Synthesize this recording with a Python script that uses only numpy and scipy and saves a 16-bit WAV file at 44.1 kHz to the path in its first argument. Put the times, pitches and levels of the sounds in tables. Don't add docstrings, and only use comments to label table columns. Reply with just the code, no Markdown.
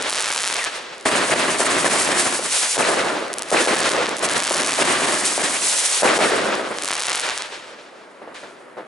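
import sys
import numpy as np
from scipy import signal
from scipy.fft import rfft, irfft, next_fast_len
from scipy.io import wavfile
from scipy.ndimage import map_coordinates

SR = 44100
rng = np.random.default_rng(int(sys.argv[2]) if len(sys.argv) > 2 else 0)


def nominal_scale(level):
    x = np.asarray(level, float) / 20
    return 10 ** x


def dump(signal):
    limited = np.clip(np.atleast_2d(signal).T, -1, 1)
    pcm = np.round(limited * 32767).astype(np.int16)
    wavfile.write(sys.argv[1], SR, pcm)


N = 391166
TOP_HZ = 11080
BURST_BOUNCE_MS = 10.15

# start_s, end_s, stars_per_s, clatter_db
CLOUDS = [(0.101, 0.483, 192, -19.5), (3.629, 3.67, 150, -21), (3.744, 3.851, 120, -25),
          (4.37, 4.772, 160, -20), (6.913, 7.227, 148, -23.5)]
# start_s, peak_db, ground_bounce_ms, bounce_db, street_db
LIFTS = [(1.0538, -12, 4.8, 2.5, -18), (1.2976, -8, 1.7, -9, -19), (1.5972, -6.5, 7.2, -1, -18),
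         (1.841, -14, 3.8, 4, -18.5), (2.0895, -6, 3.3, -12, -20), (4.2250, -12, 8.6, 0.5, -18.5),
         (4.5086, -7, 3.2, -3.5, -14.5), (4.7886, -5, 3.1, -10, -17), (5.017, -12, 2.9, -1, -21),
         (5.3786, -4, 3, -16, -24)]
# start_s, peak_db, fence_db, street_db
BURSTS = [(2.7691, -8.5, -22, -14), (3.5158, -7.5, -21.5, -12.5), (3.6635, -8.5, -26, -15.5),
          (6.0222, -6.5, -20.5, -11.5), (6.1795, -7, -24, -15.5)]
# start_s, peak_db, ground_bounce_ms, bounce_db, street_db
FAR = [(2.3913, -12.5, 3.8, -1, -44), (8.2182, -25, 5, -9, -47), (8.2757, -24, 4.5, -6, -46),
       (8.432, -26, 5.1, -7, -46), (8.7692, -25, 7.9, 2, -43.5), (8.782, -25.5, 5.4, 2, -46),
       (8.7915, -25, 5.9, 1, -57), (8.803, -27, 4.3, 3, -58)]


def unit(x):
    return x / np.sqrt(np.mean(x ** 2) + 1e-20)


def along(points, hz):
    f, v = np.transpose(points)
    return np.interp(np.log(hz + 1), np.log(f + 1), v)


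def wobble(rate):
    knots = rng.standard_normal(int(N * rate / SR) + 4)
    return map_coordinates(knots, [np.arange(N) * rate / SR])


def filtered(x, response):
    m = next_fast_len(N + SR // 4)
    return irfft(rfft(x, m) * response(np.fft.rfftfreq(m, 1 / SR)), m)[..., :N]


def blasts(s, db, tau, pan_db, colour, size):
    hz = np.fft.rfftfreq(size, 1 / SR)
    jw = 2j * np.pi * hz
    at = np.floor(s * SR).astype(int) - size // 4
    shock = jw / (1 + jw * tau[:, None]) ** 2
    delay = np.exp(-jw * (s - at / SR)[:, None])
    shape = irfft(shock * colour(hz) * (hz < TOP_HZ) * delay, size)
    shape *= (nominal_scale(db) / np.abs(shape).max(axis=1))[:, None]
    index = np.clip(at[:, None] + np.arange(size), 0, N - 1).ravel()
    sides = [shape * nominal_scale(side * pan_db / 2)[:, None] for side in (1, -1)]
    return np.array([np.bincount(index, x.ravel(), N) for x in sides])


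def echoes(spectrum, share, spread_db):
    # hz, likeness
    likeness = [(60, 0.54), (170, 0.88), (490, 0.71), (1400, 0.65), (4000, 0.67), (11400, 1)]
    sizes = rng.standard_normal((2, N)) * nominal_scale(spread_db * rng.standard_normal((2, N)))
    starts = (rng.random((2, N)) < share) * sizes

    def spread(hz):
        turn = np.arccos(np.clip(along(likeness, hz), 0, 1)) / 2
        return nominal_scale(along(spectrum, hz)) * [np.cos(turn), np.sin(turn)]

    mid, side = filtered(starts, spread)
    return unit(np.array([mid + side, mid - side]))


def answer(t, s, db, rise, fall, steepen):
    u = np.maximum(t - s, 0)
    return (1 - np.exp(-u / rise)) ** 2 * nominal_scale(2 * (db - fall * u - steepen * u * u))


def street_answers(t):
    # start_s, street_db
    unseen = [(-.4, -19), (.79, -43)]
    # over_street_db, rise_s, fall_db_per_s, steepening_db_per_s2
    after_lift = [(0.5, 0.0017, 12.5, 73), (-1, 0.037, 39, 70), (-1, 0.0023, 75, 5)]
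    after_burst = [(-2.5, 0.001, 20.7, 19), (0.5, 0.076, 40, 21), (-5, .003, 47.4, 27)]
    after_far = [(3.5, 0.0028, 120, 5), (-10, .004, 320, 5)]

    def heard(rows, rule):
        return sum(answer(t, r[0], r[-1] + rule[0], *rule[1:]) for r in rows)

    thud = heard(LIFTS, after_lift[0])
    boom = heard(BURSTS + unseen, after_burst[0]) + heard(FAR, after_far[0])
    clatter = heard(LIFTS, after_lift[1]) + heard(BURSTS, after_burst[1]) + heard(FAR, after_far[1])
    hiss = heard(LIFTS, after_lift[2]) + heard(BURSTS, after_burst[2])
    return thud, boom, clatter, hiss


def pops():
    # start_s, peak_db, kind (0 sharp to 3 dull)
    first_stars = [(.0139, -12, 2), (.0234, -6, 2), (.0274, -8, 1), (.0978, -4, 0), (.2246, -3, 0),
                   (.4722, -7, 2), (.4768, -3, 0), (.4868, -5, 2), (.4934, -10, 2), (.5011, -6, 3),
                   (.5106, -8, 3), (.5274, -4, 2), (.539, -6, 3), (.5429, -4, 0), (.5581, -6, 3),
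                   (.567, -5, 1), (.632, -11, 2), (.6416, -4, 2), (.6473, -7, 1), (.6493, -6, 2),
                   (.6542, -11, 2), (.9817, -22, 1), (1.0009, -26, 2), (1.0107, -20, 1), (1.0274, -26, 2)]
    second_stars = [(3.2821, -20, 1), (3.3311, -8, 0), (3.3392, -6, 0), (3.3844, -4, 0), (3.3934, -9, 1),
                    (3.4221, -4, 0), (3.4324, -11, 2), (3.4874, -17, 0), (3.5044, -8, 0), (3.5074, -11, 1),
                    (3.891, -4, 3), (3.8936, -4, 2), (3.9013, -8, 2), (3.9186, -3, 2), (3.9359, -4, 3),
                    (3.9666, -7, 3), (4.058, -7, 3), (4.0613, -7, 3), (4.0678, -7, 3), (4.0928, -7, 2),
                    (4.1683, -7, 0), (4.1754, -16, 1), (4.1844, -11, 1), (4.1931, -10, 0), (4.289, -6, 2),
                    (4.297, -5, 2), (4.3145, -7, 1), (4.3243, -7, 2), (4.333, -7, 1), (4.3366, -5, 2)]
    third_stars = [(6.5532, -11, 1), (6.7858, -6, 3), (6.7968, -17, 3), (6.8183, -12, 3), (6.8226, -6, 0),
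                   (6.8359, -4, 1), (6.8466, -5, 0), (6.8569, -7, 2), (6.8785, -3, 2), (6.8868, -5, 1),
                   (6.8973, -8, 2), (6.9072, -5, 3), (6.9116, -8, 1), (7.2674, -10, 3), (7.29, -6, 3),
                   (7.2978, -5, 2), (7.3061, -8, 2), (7.3772, -4, 2), (7.3849, -9, 2), (7.4219, -6, 2),
                   (7.4324, -17, 3)]
    kind_shares = [.05, .25, .42, .28]
    rows = [first_stars, second_stars, third_stars]
    for start, end, rate, _ in CLOUDS:
        for share, top_db in ((1, -3.5), (.75, -13)):
            pace = share * rate
            u = rng.random((100, 3))[:int(pace * (end - start))]
            s = start + (np.arange(len(u)) + 1.4 * u[:, 0]) / pace
            peak_db = top_db - 9 * u[:, 1] ** 1.3
            kind = np.searchsorted(np.cumsum(kind_shares), u[:, 2] * .999)
            rows.append(np.c_[s, peak_db, kind])
    return np.concatenate(rows)


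def stars(rows):
    # shock_ms, treble_lift_from_hz, air_loss_above_hz, suction_amount
    fronts = [
        (.08, 1900, 14000, 2.5),
        (.13, 2200, 11500, 1.3),
        (.155, 2500, 8200, .5),
        (.18, 2800, 5800, .2),
    ]
    swing_hz, swing_width_hz, small_hz = 1150, 900, 200
    s, db, kind = rows.T
    chance = rng.standard_normal((len(s), 5))
    varied = np.array(fronts)[kind.astype(int)] * np.exp(.18 * chance[:, :4])
    ms, lift_hz, loss_hz, suction = varied.T[..., None]

    def edge(hz):
        swing = 1j * hz * swing_width_hz
        trough = 1 + suction * swing / (swing_hz ** 2 - hz ** 2 + swing)
        bass_cut = 1j * hz / (small_hz + 1j * hz)
        treble = (1 + (hz / lift_hz) ** 2) / (1 + (hz / loss_hz) ** 4)
        late_lows = np.exp(-.6j * np.arctan(hz / 500))
        return treble * late_lows * trough * bass_cut

    return blasts(s, db, ms[:, 0] / 1000, chance[:, 4], edge, size=384)


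def cloud_power(t, over_db, fall):
    peak_s, linger_s = 0.086, 0.033
    swell, sag = 66, 11.8
    total = 0
    for start, end, _, db in CLOUDS:
        since = t - start - peak_s
        loss_db = swell * np.maximum(-since, 0) + sag * np.clip(since, 0, end - start)
        loss_db = loss_db + fall * np.maximum(t - end - linger_s, 0)
        total = total + nominal_scale(2 * (db + over_db - loss_db))
    return total


def shots():
    # start_s, peak_db, bounce_ms, bounce_db, ducking_db, fence_db
    fence_star = (.538, -40, BURST_BOUNCE_MS, -6, 0, -25)
    wall_s, wall_db = .043, -5
    rows = [fence_star]
    rows += [(*r[:4], 5, -60) for r in LIFTS]
    rows += [(*r[:4], 0, -90) for r in FAR]
    rows += [(s + wall_s, db + wall_db, ms, bounce_db, 7, -90) for s, db, ms, bounce_db, _ in LIFTS]
    rows += [(s, db, BURST_BOUNCE_MS, 0, 13, fence_db) for s, db, fence_db, _ in BURSTS]
    return np.array(rows)


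def fence_chirp(s, fence_db):
    rib = np.arange(190)
    delay = np.hypot(.06, (rib + 60) * .00064) - .02
    fade_db = -.05 * rib + 4 * np.sin(rib / 9) + 3.5 * rng.standard_normal((len(s), len(rib)))
    at = (s[:, None] + delay).ravel()
    db = (fence_db[:, None] + fade_db).ravel()
    tau, pan_db = np.full(db.size, .00008), np.full(db.size, 1.5)
    return blasts(at, db, tau, pan_db, lambda hz: 1 / (1 + (hz / 3000) ** 6), size=128)


def bangs():
    s, db, bounce_ms, bounce_db, _, fence_db = shots().T
    edge_hz = 9000 * nominal_scale(np.minimum(db + 13, 0))[:, None]

    def port(hz):
        swing = 1j * hz * 600 / (560 ** 2 - hz ** 2 + 1j * hz * 600)
        return (swing ** 2 + .14 + (hz / 7000) ** 2) / (1 + (hz / edge_hz) ** 4)

    def ground(hz):
        return port(hz) / (1 + 1j * hz / 3000)

    pan_db = rng.normal(1.4, 0.54, len(s))
    tau = np.full(len(s), .0003)
    direct = blasts(s, db, tau, pan_db, port, size=1024)
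    bounce = blasts(s + bounce_ms / 1000, db + bounce_db, tau, pan_db, ground, size=1024)
    return direct + bounce + fence_chirp(s, fence_db)


def comet_power(t):
    # time_s, burn_db
    climbs = [
        [(1.0, -74), (1.1, -30.5), (1.5, -26), (1.8, -23.5), (2.2, -19.5), (2.43, -28), (2.6, -13.5),
         (2.76, -15), (3.0, -45)],
        [(4.2, -62), (4.3, -28.5), (4.75, -20), (4.95, -26.5), (5.2, -20), (5.4, -21), (5.8, -13), (6.01, -14),
         (6.25, -61)],
    ]
    total = 0
    for climb in climbs:
        burnt_out_db = 150 * np.maximum(t - climb[-1][0], 0)
        burn_db = np.interp(t, *np.transpose(climb)) - burnt_out_db
        total = total + nominal_scale(2 * burn_db) * (t > climb[0][0])
    return total


def far_cloud_power(t):
    # level_db, fall_db_per_s, steepening_db_per_s2
    decay = (-39.5, 58, 68)
    start_s, rise_s = 8.34, .006
    return answer(t, start_s, decay[0], rise_s, *decay[1:])


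def beds():
    # boom_db, clatter_db, hiss_db
    night_db = (-47, -75, -66.5)
    hold_db, squeeze, slow_s = -24, 0.61, 0.017
    t = np.arange(0, N / SR + .01, .001)
    night = nominal_scale(2 * np.array(night_db))
    burn, far = comet_power(t), far_cloud_power(t)
    thud, boom, clatter, hiss = street_answers(t)
    clatter = clatter + cloud_power(t, 0, 36.7) + burn * nominal_scale(2 * -9.5) + far + night[1]
    hiss = hiss + cloud_power(t, -5.5, 60) + burn + far * nominal_scale(-22) + night[2]
    power = np.array([thud, boom, clatter, hiss, night[0] + 0 * t])
    lag = np.exp(-t[1] / slow_s)
    settled = [lag * power[:, 0].sum()]
    sensed = signal.lfilter([1 - lag], [1, -lag], power.sum(axis=0), zi=settled)[0]
    loudness = np.sqrt(power * (1 + sensed / nominal_scale(2 * hold_db)) ** -squeeze)
    return [np.interp(np.arange(N) / SR, t, v) for v in loudness]


def street():
    # hz, db_per_hz
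    boom_colour = [(15, -74), (25, -50), (142, -16), (214, -8.5), (356, -1.5), (635, 0), (733, -5),
                   (1340, -6), (1790, -9), (8000, -41), (10400, -35), (17600, -120)]
    thud_colour = [(15, -61), (25, -41), (76, -24), (286, -2.5), (320, -6), (357, -0.5), (466, -7.5),
                   (609, -1.5), (794, -7), (1060, -4), (1380, -7), (1730, -5.5), (5000, -20.5), (6500, -46),
                   (11000, -120)]
    clatter_colour = [(200, -19), (500, -0.5), (1000, 0), (2000, 0.5), (4000, -3.5), (8000, -15.5),
                      (12000, -46)]
    hiss_colour = [(800, -51), (2000, -4.5), (4000, -0.5), (6000, 2), (9000, 5), (12000, -3)]
    thud, boom, clatter, hiss, town = beds()
    surge = wobble(22)
    low = thud * echoes(thud_colour, .12, spread_db=1.5) + boom * echoes(boom_colour, .12, spread_db=1.5)
    low = low * nominal_scale(4.5 + 0.33 * surge + 1.46 * wobble(45))
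    clatter = clatter * nominal_scale(3.0 + 0.23 * surge + 2.04 * wobble(30))
    clatter = clatter * echoes(clatter_colour, .6, spread_db=3)
    hiss = hiss * nominal_scale(3.0 + 0.26 * surge + 2.4 * wobble(35))
    hiss = hiss * echoes(hiss_colour, .4, spread_db=3.5)
    rumble = town * nominal_scale(4.5 + 1.0 * wobble(8)) * echoes(boom_colour, 1, spread_db=.5)
    return low + clatter + hiss + rumble


def ducking(rows):
    ahead = SR // 50
    t = np.arange(-ahead, SR // 5) / SR

    def dip(attack, release):
        return np.where(t < 0, np.exp(t / attack), np.exp(-(t / release) ** 2))

    after_bang, after_pop = np.zeros(N), np.zeros(N)
    bang_rows = shots()
    after_bang[(bang_rows[:, 0] * SR).astype(int)] = bang_rows[:, 4]
    after_pop[(rows[:, 0] * SR).astype(int)] = 9 * nominal_scale(rows[:, 1])
    drop_db = signal.fftconvolve(after_bang, dip(0.0014, 0.014))
    drop_db = drop_db + signal.fftconvolve(after_pop, dip(0.0007, 0.009))
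    return nominal_scale(-drop_db[ahead:][:N])


def scene():
    rows = pops()
    return street() * ducking(rows) + bangs() + stars(rows)


def roll_off(x):
    return signal.sosfilt(signal.butter(12, 12040, fs=SR, output="sos"), x)


def record(dry):
    # hz, lead_radians
    port_lead = [(0, 0.1), (430, 0.22), (5510, 0.52), (11600, 0.47)]
    ports = filtered(dry, lambda hz: np.exp(.5j * along(port_lead, hz) * [[1], [-1]]))
    clipped = ports / (1 + np.abs(ports / .95) ** 4) ** (1 / 4)
    kept = filtered(clipped, lambda hz: np.where(hz < TOP_HZ, 1, nominal_scale(-45 - (hz - TOP_HZ) / 90)))
    limited = kept / (1 + np.abs(kept / .8) ** 6) ** (1 / 6)
    return roll_off(limited)


dry = scene()
out = record(dry)
dump(out)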